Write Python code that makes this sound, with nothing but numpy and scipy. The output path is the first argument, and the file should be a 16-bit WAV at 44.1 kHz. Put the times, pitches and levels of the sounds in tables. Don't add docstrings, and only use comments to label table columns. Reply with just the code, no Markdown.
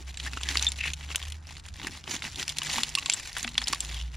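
import sys
import numpy as np
from scipy import signal
from scipy.fft import rfft, irfft
from scipy.io import wavfile
from scipy.ndimage import uniform_filter1d

SR = 44100
rng = np.random.default_rng(int(sys.argv[2]) if len(sys.argv) > 2 else 0)


def boost_factor(decibels):
    exponent = np.asarray(decibels, float) / 20
    return 10 ** exponent


def log_audio(samples):
    frames = np.atleast_2d(samples).T
    limited = np.clip(frames, -1, 1)
    pcm = np.round(limited * 32767).astype(np.int16)
    wavfile.write(sys.argv[1], SR, pcm)


N = 183676


def evened(x):
    return x / np.sqrt(np.mean(x ** 2) + 1e-20)


def smooth_noise(samples):
    return evened(uniform_filter1d(uniform_filter1d(rng.standard_normal(N), samples), samples))


def read(points, hz):
    f, value = np.transpose(points)
    return np.interp(np.log(hz + 1), np.log(f + 1), value)


def colour(x, points, tilt_db=0):
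    hz = np.fft.rfftfreq(len(x), 1 / SR)
    tilt = tilt_db * np.log2(np.clip(hz, 1100, 11000) / 3500)
    return irfft(rfft(x) * boost_factor(read(points, hz) + tilt), len(x))


def add(mix, s, sound):
    part = mix[max(round(s * SR), 0):][:len(sound)]
    part += sound[:len(part)]


# f/Hz, relative spectral level/dB
AIR_SPECTRUM = [(15, -59), (30, -1), (80, -1.5), (160, -9.5), (300, -22.5), (550, -28), (1500, -24),
                (5000, -73), (16000, -83)]
# f/Hz, coherence/1
AIR_COHERENCE = [(60, 0.9), (3000, 0.085)]
AIR_DB = -48


def air(patchy_db=2):
    frames, hz = N // 512 + 5, np.fft.rfftfreq(2048, 1 / SR)
    a, b, c, d, patches = rng.standard_normal((frames, 1025, 5)).T
    patches = evened(uniform_filter1d(uniform_filter1d(patches, 12, 0), 10, 1))
    same = np.clip(read(AIR_COHERENCE, hz), -1, 1)[:, None]
    left, other = a + 1j * b, c + 1j * d
    right = same * left + np.sqrt(1 - same ** 2) * other
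    z = np.array([left, right]) * boost_factor(read(AIR_SPECTRUM, hz)[:, None] + patchy_db * patches)
    return boost_factor(AIR_DB) * evened(signal.istft(z, nperseg=2048, noverlap=1536)[1][:, :N])


def drone(rows, waver_db=2.6):
    s, hz, db = np.transpose(rows)
    t = np.arange(N) / SR
    fade = np.clip(np.minimum(t - s[0], s[-1] - t) / 0.035 + 1, 0, 1)
    turns = np.cumsum(np.interp(t, s, hz)) / SR + rng.random()
    tone = np.sqrt(2) * np.sin(2 * np.pi * turns)
    return tone * fade * boost_factor(np.interp(t, s, db) + waver_db * smooth_noise(1800))


# t/s, firing f/Hz, level/dB before waver
ENGINES = [
    [(0, 64.94, -44), (.46, 66.47, -34), (1.1, 71.84, -41), (1.35, 76.45, -38), (1.6, 78.3, -46),
     (2, 77.65, -47.5), (3, 68, -63)],
    [(3.35, 55.8, -56), (3.5, 54.9, -46.5), (3.8, 55.6, -41), (3.97, 58.5, -33.5), (4.165, 60.3, -34)],
]
# t/s, f/Hz, level/dB before waver
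HUM = [(0, 149.6, -61), (.7, 151, -57.5), (.9, 152, -48), (1.35, 151.5, -64), (2, 145.7, -61),
       (2.7, 149, -50), (3.3, 150.7, -64.5), (4.165, 145.9, -52)]


def drones():
    low = sum(drone(rows) for rows in ENGINES) + drone(HUM, waver_db=3.0)
    return low * boost_factor(np.array([[-.3], [.3]]))


# t/s of full force, hold/s, crunch level/dB, soil thud over crunch/dB
JERKS = [(0, 0.0053, -44.5, -7.5), (0.09, 0.004, -44.5, -14), (0.19, 0.029, -46, -18),
         (0.246, 0.026, -37, -11.5), (0.336, 0.044, -42, -11), (0.437, 0.037, -42, -12.5),
         (0.493, 0.023, -32.5, -13.5), (0.541, 0.15, -37, -16), (0.779, 0.056, -41, -17),
         (0.863, 0.032, -37.5, -15.5), (0.989, 0.049, -44.5, -18), (1.107, 0.0088, -40, -18),
         (1.159, 0.12, -44, -23), (1.322, 0.031, -50.5, -13), (1.481, 0.096, -48.5, -14),
         (1.662, 0.0081, -48.5, -30), (1.756, 0.043, -48.5, -24), (1.828, 0.019, -45, 0),
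         (1.858, 0.0065, -41, -0.5), (1.94, 0.024, -41, -16), (2.108, 0.032, -30.5, -10),
         (2.241, 0.026, -37.5, -11.5), (2.313, 0.086, -45.5, -16), (2.394, 0.017, -33, -12.5),
         (2.499, 0.0053, -37, -18), (2.574, 0.0049, -40, -11), (2.66, 0.098, -31.5, -18.5),
         (2.769, 0.05, -33.5, -13.5), (2.798, 0.093, -39.5, -23), (2.947, 0.24, -40.5, -15.5),
         (3.16, 0.065, -42.5, -18), (3.251, 0.035, -38.5, -23), (3.375, 0.021, -34.5, -24),
         (3.43, 0.12, -48.5, -6), (3.589, 0.043, -42, -28), (3.682, 0.03, -36, -11.5),
         (3.773, 0.21, -41.5, -16), (4.001, 0.065, -51, -24), (4.139, 0.0051, -45.5, -22)]
RISE_DB_PER_S, FALL_DB_PER_S = 354, 283
REST_DB, REST_THUD_DB = -64, -88


def stroke():
    s, hold, db, soil_db = np.transpose(JERKS)[:, :, None]
    t = np.arange(0, N + 32, 32) / SR
    rise = RISE_DB_PER_S * np.maximum(s - t, 0)
    fall = FALL_DB_PER_S * np.maximum(t - s - hold, 0)
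    force_db = db - rise - fall
    levels = []
    for jerks_db, rest_db in ((force_db, REST_DB), (force_db + soil_db, REST_THUD_DB)):
        power = (boost_factor(jerks_db) ** 2).sum(0) + boost_factor(rest_db) ** 2
        levels.append(np.interp(np.arange(N) / SR, t, 10 * np.log10(power)))
    return levels


# f/Hz, relative spectral level/dB
GRIT_SPECTRUM = [(240, -75), (400, -15), (839, -8.5), (1010, -8.5), (1350, -11.5), (1930, -3.5), (3300, -3),
                 (7280, -7), (13500, -21.5), (16000, -36)]
BRIGHT_DB, BRIGHT_PER_DB = 0.28, 0.0333
MID_FORCE_DB = -38


def crunch(full_grains_per_s=1900, spread_db=3.4, hiss=0.4, clump_db=2.2, sparse=.45):
    db = stroke()[0]
    clumps = smooth_noise(300)
    dense = boost_factor(np.clip(sparse * (db + 35.0), -20, 3))
    slips = rng.random(N) < dense * full_grains_per_s / SR
    size = boost_factor(spread_db * np.minimum(rng.exponential(1, N), 4)) * slips / np.sqrt(dense)
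    kind, t, grains = rng.integers(0, 60, N), np.arange(512) / SR, np.zeros(N)
    for k, pitch in enumerate(rng.random(60)):
        hz = 900 * 14 ** ((k + pitch) / 60)
        chip = boost_factor(-60 * t / 0.0062) * np.sin(2 * np.pi * hz * t)
        tick = rng.standard_normal(512) * boost_factor(-60 * t / .004)
        grains += signal.oaconvolve(size * (kind == k), chip + 1.26 * tick)[:N]
    slip = (evened(grains) + hiss * rng.standard_normal(N)) * boost_factor(clump_db * clumps)
    hz, at, z = signal.stft(evened(colour(slip, GRIT_SPECTRUM)), SR, nperseg=256)
    bright = np.interp(at * SR, np.arange(N), BRIGHT_DB + BRIGHT_PER_DB * (db - MID_FORCE_DB))
    z *= boost_factor(np.log2(np.clip(hz, 700, 14000) / 3500)[:, None] * bright)
    return signal.istft(z, SR, nperseg=256)[1][:N] * boost_factor(db)


# f/Hz, relative spectral level/dB
SOIL_SPECTRUM = [(90, -24), (170, 3), (260, 5.5), (380, 0), (520, -16.5), (900, -5), (1400, -30)]


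def thud(lump_db=1.5, pushes_per_s=90, spread_db=2, rustle=.7):
    lumps = smooth_noise(200)
    yields = (rng.random(N) < pushes_per_s / SR) * rng.choice([-1, 1], N)
    pushes = boost_factor(spread_db * np.minimum(rng.exponential(1, N), 3)) * yields
    rustling = rustle * rng.standard_normal(N) * boost_factor(lump_db * lumps)
    return evened(colour(evened(pushes) + rustling, SOIL_SPECTRUM)) * boost_factor(stroke()[1])


def hollow(x, t60=0.043, count=8):
    spot = rng.integers(0, count, N // 512 + 1).repeat(512)[:N]
    tails = rng.standard_normal((count, 4096)) * boost_factor(-60 * np.arange(4096) / SR / t60)
    tails /= np.linalg.norm(tails, axis=1, keepdims=True)
    fed = uniform_filter1d((spot == np.arange(count)[:, None]) * 1., size=64, axis=1) * x
    return signal.oaconvolve(fed, tails, axes=1).sum(0)[:N]


# f/Hz, side gain over mid/dB
WIDTH = [(150, -24), (950, -7), (2400, -14.5), (4400, -18), (6800, -2), (8600, -1.5), (13000, -4.5)]
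# f/Hz, pull/1
LEAN = [(2000, 0.12), (6500, 0.03), (10000, -0.33), (14000, -0.14)]


def port_difference(x):
    hz, at, z = signal.stft(x, SR, nperseg=128)
    turn = rng.standard_normal((len(at), len(hz), 2)) @ [1, 1j]
    turn = uniform_filter1d(uniform_filter1d(turn, 8, 0), 5, 1).T
    z = z * (turn / abs(turn) + read(LEAN, hz)[:, None])
    return colour(signal.istft(z, SR, nperseg=128)[1][:N], WIDTH)


# t/s, peak level/dB, strongest f/Hz, brightness/(dB per octave)
BLOWS = [(0.1426, -31, 2630, -7), (0.1728, -25, 7140, -5.5), (0.1997, -19.5, 3740, -6.5),
         (0.3331, -22.5, 1540, -6.5), (0.372, -21.5, 2700, -19.5), (0.411, -25.5, 3000, -13),
         (0.4333, -16, 3160, -1), (0.4888, -9.5, 4440, -2.5), (0.555, -15.5, 2120, -14),
         (0.5719, -4, 4000, -2), (0.582, -17, 4500, -2), (0.595, -14, 4050, -2), (0.6253, -7, 5900, 0),
         (0.6316, -21, 2380, -8), (0.646, -12.5, 5950, 0), (0.668, -16.5, 3040, -5),
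         (0.719, -16.5, 3240, 4), (.76, -36, 3560, -6), (0.8554, -23, 2760, -21), (0.902, -24, 2600, -6),
         (0.935, -14.5, 6140, -0.5), (0.939, -22, 3150, 1), (1.009, -29, 1970, -12.5),
         (1.029, -34, 3500, -6), (1.038, -30, 2090, -9), (1.089, -31, 3300, -13), (1.103, -27.5, 1140, -18),
         (1.115, -26, 2660, -10.5), (1.127, -29, 2500, -10), (1.148, -16, 2450, -14.5),
         (1.1585, -5.5, 3120, 9), (1.2162, -27, 2700, -11), (1.2274, -22, 3440, -4), (1.301, -29, 2880, 8),
         (1.322, -22.5, 2780, 1), (1.492, -36, 4460, -1), (1.508, -31, 920, -2), (1.524, -33.5, 1820, -2),
         (1.568, -27, 4270, -7), (1.597, -32.5, 1840, -1), (1.686, -28, 1620, -0.5),
         (1.74, -28, 4240, -0.5), (1.798, -28.5, 2070, -16), (1.816, -26.5, 2017, -13.5),
         (1.8305, -26.5, 3180, -11), (1.8463, -22.5, 3380, -13), (1.8704, -18.5, 1850, 3),
         (1.952, -28.5, 4070, -17), (2.0402, -28.5, 3793, -7.5), (2.0767, -21.5, 3050, -15),
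         (2.1642, -21, 3700, -9.5), (2.222, -19, 2135, -10.5), (2.241, -24, 1010, -3),
         (2.3586, -19.5, 3740, 0), (2.3977, -17, 3424, -2), (2.428, -14, 2060, -5.5),
         (2.4798, -12.5, 2770, 1.5), (2.4931, -13.5, 3940, 3), (2.498, -15, 3340, 5),
         (2.5692, -25.5, 2750, 0), (2.5848, -7, 3660, 1), (2.618, -17.5, 2940, -10.5),
         (2.633, -17.5, 3520, 8), (2.669, -21, 2040, -10.5), (2.693, -26, 960, -16),
         (2.714, -15.5, 5220, -2.5), (2.7823, -14.5, 1010, -16), (2.7825, -21, 2060, 7),
         (2.8338, -7, 3530, -2), (2.892, -20.5, 6640, 4), (2.952, -6.5, 3330, -1),
         (2.9853, -13.5, 2630, 0.5), (3.026, -23.5, 3490, -13), (3.06, -12.5, 4400, -7.5),
         (3.088, -26.5, 710, -11), (3.098, -6.5, 2900, -4.5), (3.118, -17, 2930, -2.5),
         (3.1237, -16, 5150, 2), (3.127, -16, 3800, -2), (3.136, -15, 7400, 2), (3.197, -24, 7840, 6),
         (3.33, -22, 4470, 7), (3.367, -17, 3000, -9), (3.383, -19.5, 2030, 15), (3.429, -17.5, 6800, 1.5),
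         (3.4425, -22, 3420, 4), (3.4457, -14.5, 2200, -11.5), (3.449, -24, 770, -12),
         (3.477, -18.5, 2860, -8.5), (3.4905, -25, 4120, 4), (3.544, -26, 4270, 0),
         (3.5537, -22, 2980, -11), (3.5797, -3.5, 3540, -7.5), (3.617, -19, 2050, -6),
         (3.625, -25, 900, -8), (3.6408, -20.5, 4930, -3), (3.6727, -14, 3300, -3), (3.682, -9, 4550, 5),
         (3.7275, -14.5, 2130, 5), (3.7314, -14.5, 1864, -14), (3.7323, -7.5, 4800, -1.5),
         (3.747, -19, 3700, 3), (3.805, -16, 8250, 5), (3.848, -23, 3540, 0), (3.944, -23, 3640, 2.5),
         (4.0014, -26, 3300, -4), (4.0125, -26, 2760, -4)]
# f/Hz, relative spectral level/dB
CRACK_SPECTRUM = [(120, -48), (250, -24.5), (600, -28), (1080, -16), (1710, -9), (3190, 6), (9230, -3.5),
                  (16000, -27)]
CRACK_T60, SOFT_BLOW_DB = 0.018, -29
HARD_T60, DULL_T60 = -0.012, -0.0078
KNOCK_PER_DB = 0.2


def blows(bump_db=5, bump_octaves=0.12, rattle_db=-26, rattle_t60=0.027, knock_db=6, knock_turns=6):
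    out, t, hz = np.zeros(N), np.arange(4096) / SR, np.fft.rfftfreq(4096, 1 / SR)
    lead = 128 / SR
    late = np.maximum(t - lead, 0)
    for s, db, top_hz, tilt_db in BLOWS:
        harder_db = db - SOFT_BLOW_DB
        t60 = CRACK_T60 * np.exp(HARD_T60 * harder_db + DULL_T60 * tilt_db)
        rattle = boost_factor(rattle_db - 60 * late / rattle_t60)
        shape = np.minimum(late / 0.00041, 1) * (boost_factor(-60 * late / max(t60, .003)) + rattle)
        noise = rng.standard_normal(4096)
        noise[132:136] += 5 * np.array([1, 1, -1, -1])
        bump = boost_factor(bump_db * np.exp(-.5 * (np.log2((hz + 1) / top_hz) / bump_octaves) ** 2))
        crack = irfft(rfft(colour(noise * shape, CRACK_SPECTRUM, tilt_db)) * bump)
        onset = (1 - np.exp(-late * top_hz * 1.79)) ** 2
        knock = np.sin(2 * np.pi * top_hz * late) * boost_factor(-60 * late * top_hz / knock_turns) * onset
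        blow = crack / abs(crack).max() + boost_factor(knock_db + KNOCK_PER_DB * harder_db) * knock
        add(out, s - lead, boost_factor(db) * blow / abs(blow).max())
    return out


def modes(rows, rise_turns=3):
    out, t = np.zeros(N), np.arange(16384) / SR
    for s, db, hz, t60 in rows:
        rise = np.minimum(t * hz / rise_turns, 1)
        add(out, s, boost_factor(db - 60 * t / t60) * np.sin(2 * np.pi * hz * t) * rise)
    return out


# t/s, level/dB before the rise, f/Hz, T60/s
RINGS = [(.172, -30, 7450, 0.033), (.412, -29.5, 7430, .021), (.667, -7, 3580, 0.031),
         (.679, -12.5, 3570, 0.024), (.687, -18.5, 7400, 0.023), (2.952, -16, 9080, 0.019),
         (2.9725, -35, 7600, 0.066), (2.975, -20, 2710, .03), (2.9855, -14, 2880, 0.015),
         (2.973, -25.5, 1115, 0.064), (3.06, -30, 1090, 0.043), (3.059, -27, 7600, 0.031),
         (3.0985, -12, 7450, 0.02), (3.1355, -16, 7660, 0.049), (3.5765, -27, 4500, 0.014),
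         (3.58, -15, 4140, 0.021), (3.58, -25, 9700, 0.007), (3.58, -20, 1077, 0.019),
         (3.593, -32, 4340, 0.05), (3.64, -22, 5100, 0.025), (3.731, -16.5, 1134, 0.031),
         (3.805, -15, 7480, 0.015)]


def tine_and_shard_rings():
    return modes(RINGS)


# start t/s, length/s, f/Hz, bandwidth/Hz, gain/dB
STRONGER_BANDS = [(0.253, 0.038, 1790, 300, 10.5), (0.45, 0.077, 1780, 298, 10),
                  (0.779, 0.12, 2610, 500, 11), (0.786, 0.12, 1900, 350, 5.5),
                  (1.863, 0.02, 1860, 388, 20.5), (2.087, 0.094, 6530, 587, 2), (2.24, 0.045, 1910, 600, 4),
                  (3.864, 0.34, 3380, 899, 0)]


def strengthened(grit):
    for start, length, hz, width, gain_db in STRONGER_BANDS:
        part = grit[round(start * SR):][:round(length * SR)]
        band = signal.lfilter(*signal.iirpeak(hz, hz / width, SR), part)
        add(grit, start, boost_factor(gain_db) * band * signal.windows.tukey(len(band), .4))
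    return grit


# t/s, level/dB before the rise, f/Hz, T60/s
THRUMS = [(1.89, -39.5, 240, 0.13), (2.76, -34, 230, 0.33), (3.446, -32, 235, 0.22),
          (3.58, -43, 244.7, 0.34)]


def handle_thrums():
    return modes(THRUMS)


def scene():
    dig = strengthened(crunch()) + blows() + tine_and_shard_rings()
    dig = dig + boost_factor(-11.0) * hollow(dig) + thud() + handle_thrums()
    side = port_difference(dig)
    return air() + drones() + dig + np.array([side, -side])


# f/Hz, gain/dB
TREBLE = [(7400, -2), (8400, -8), (10000, 0.5), (11200, -7.5), (14300, -3.5), (15800, -7), (16600, -40)]


def treble_coloured(dry):
    return np.array([colour(port, TREBLE) for port in dry])


def top_cut(x):
    return signal.sosfilt(signal.butter(12, 16480, fs=SR, output="sos"), x)


def record(dry):
    mix = treble_coloured(dry)
    return top_cut(mix)


dry = scene()
out = record(dry)
log_audio(out)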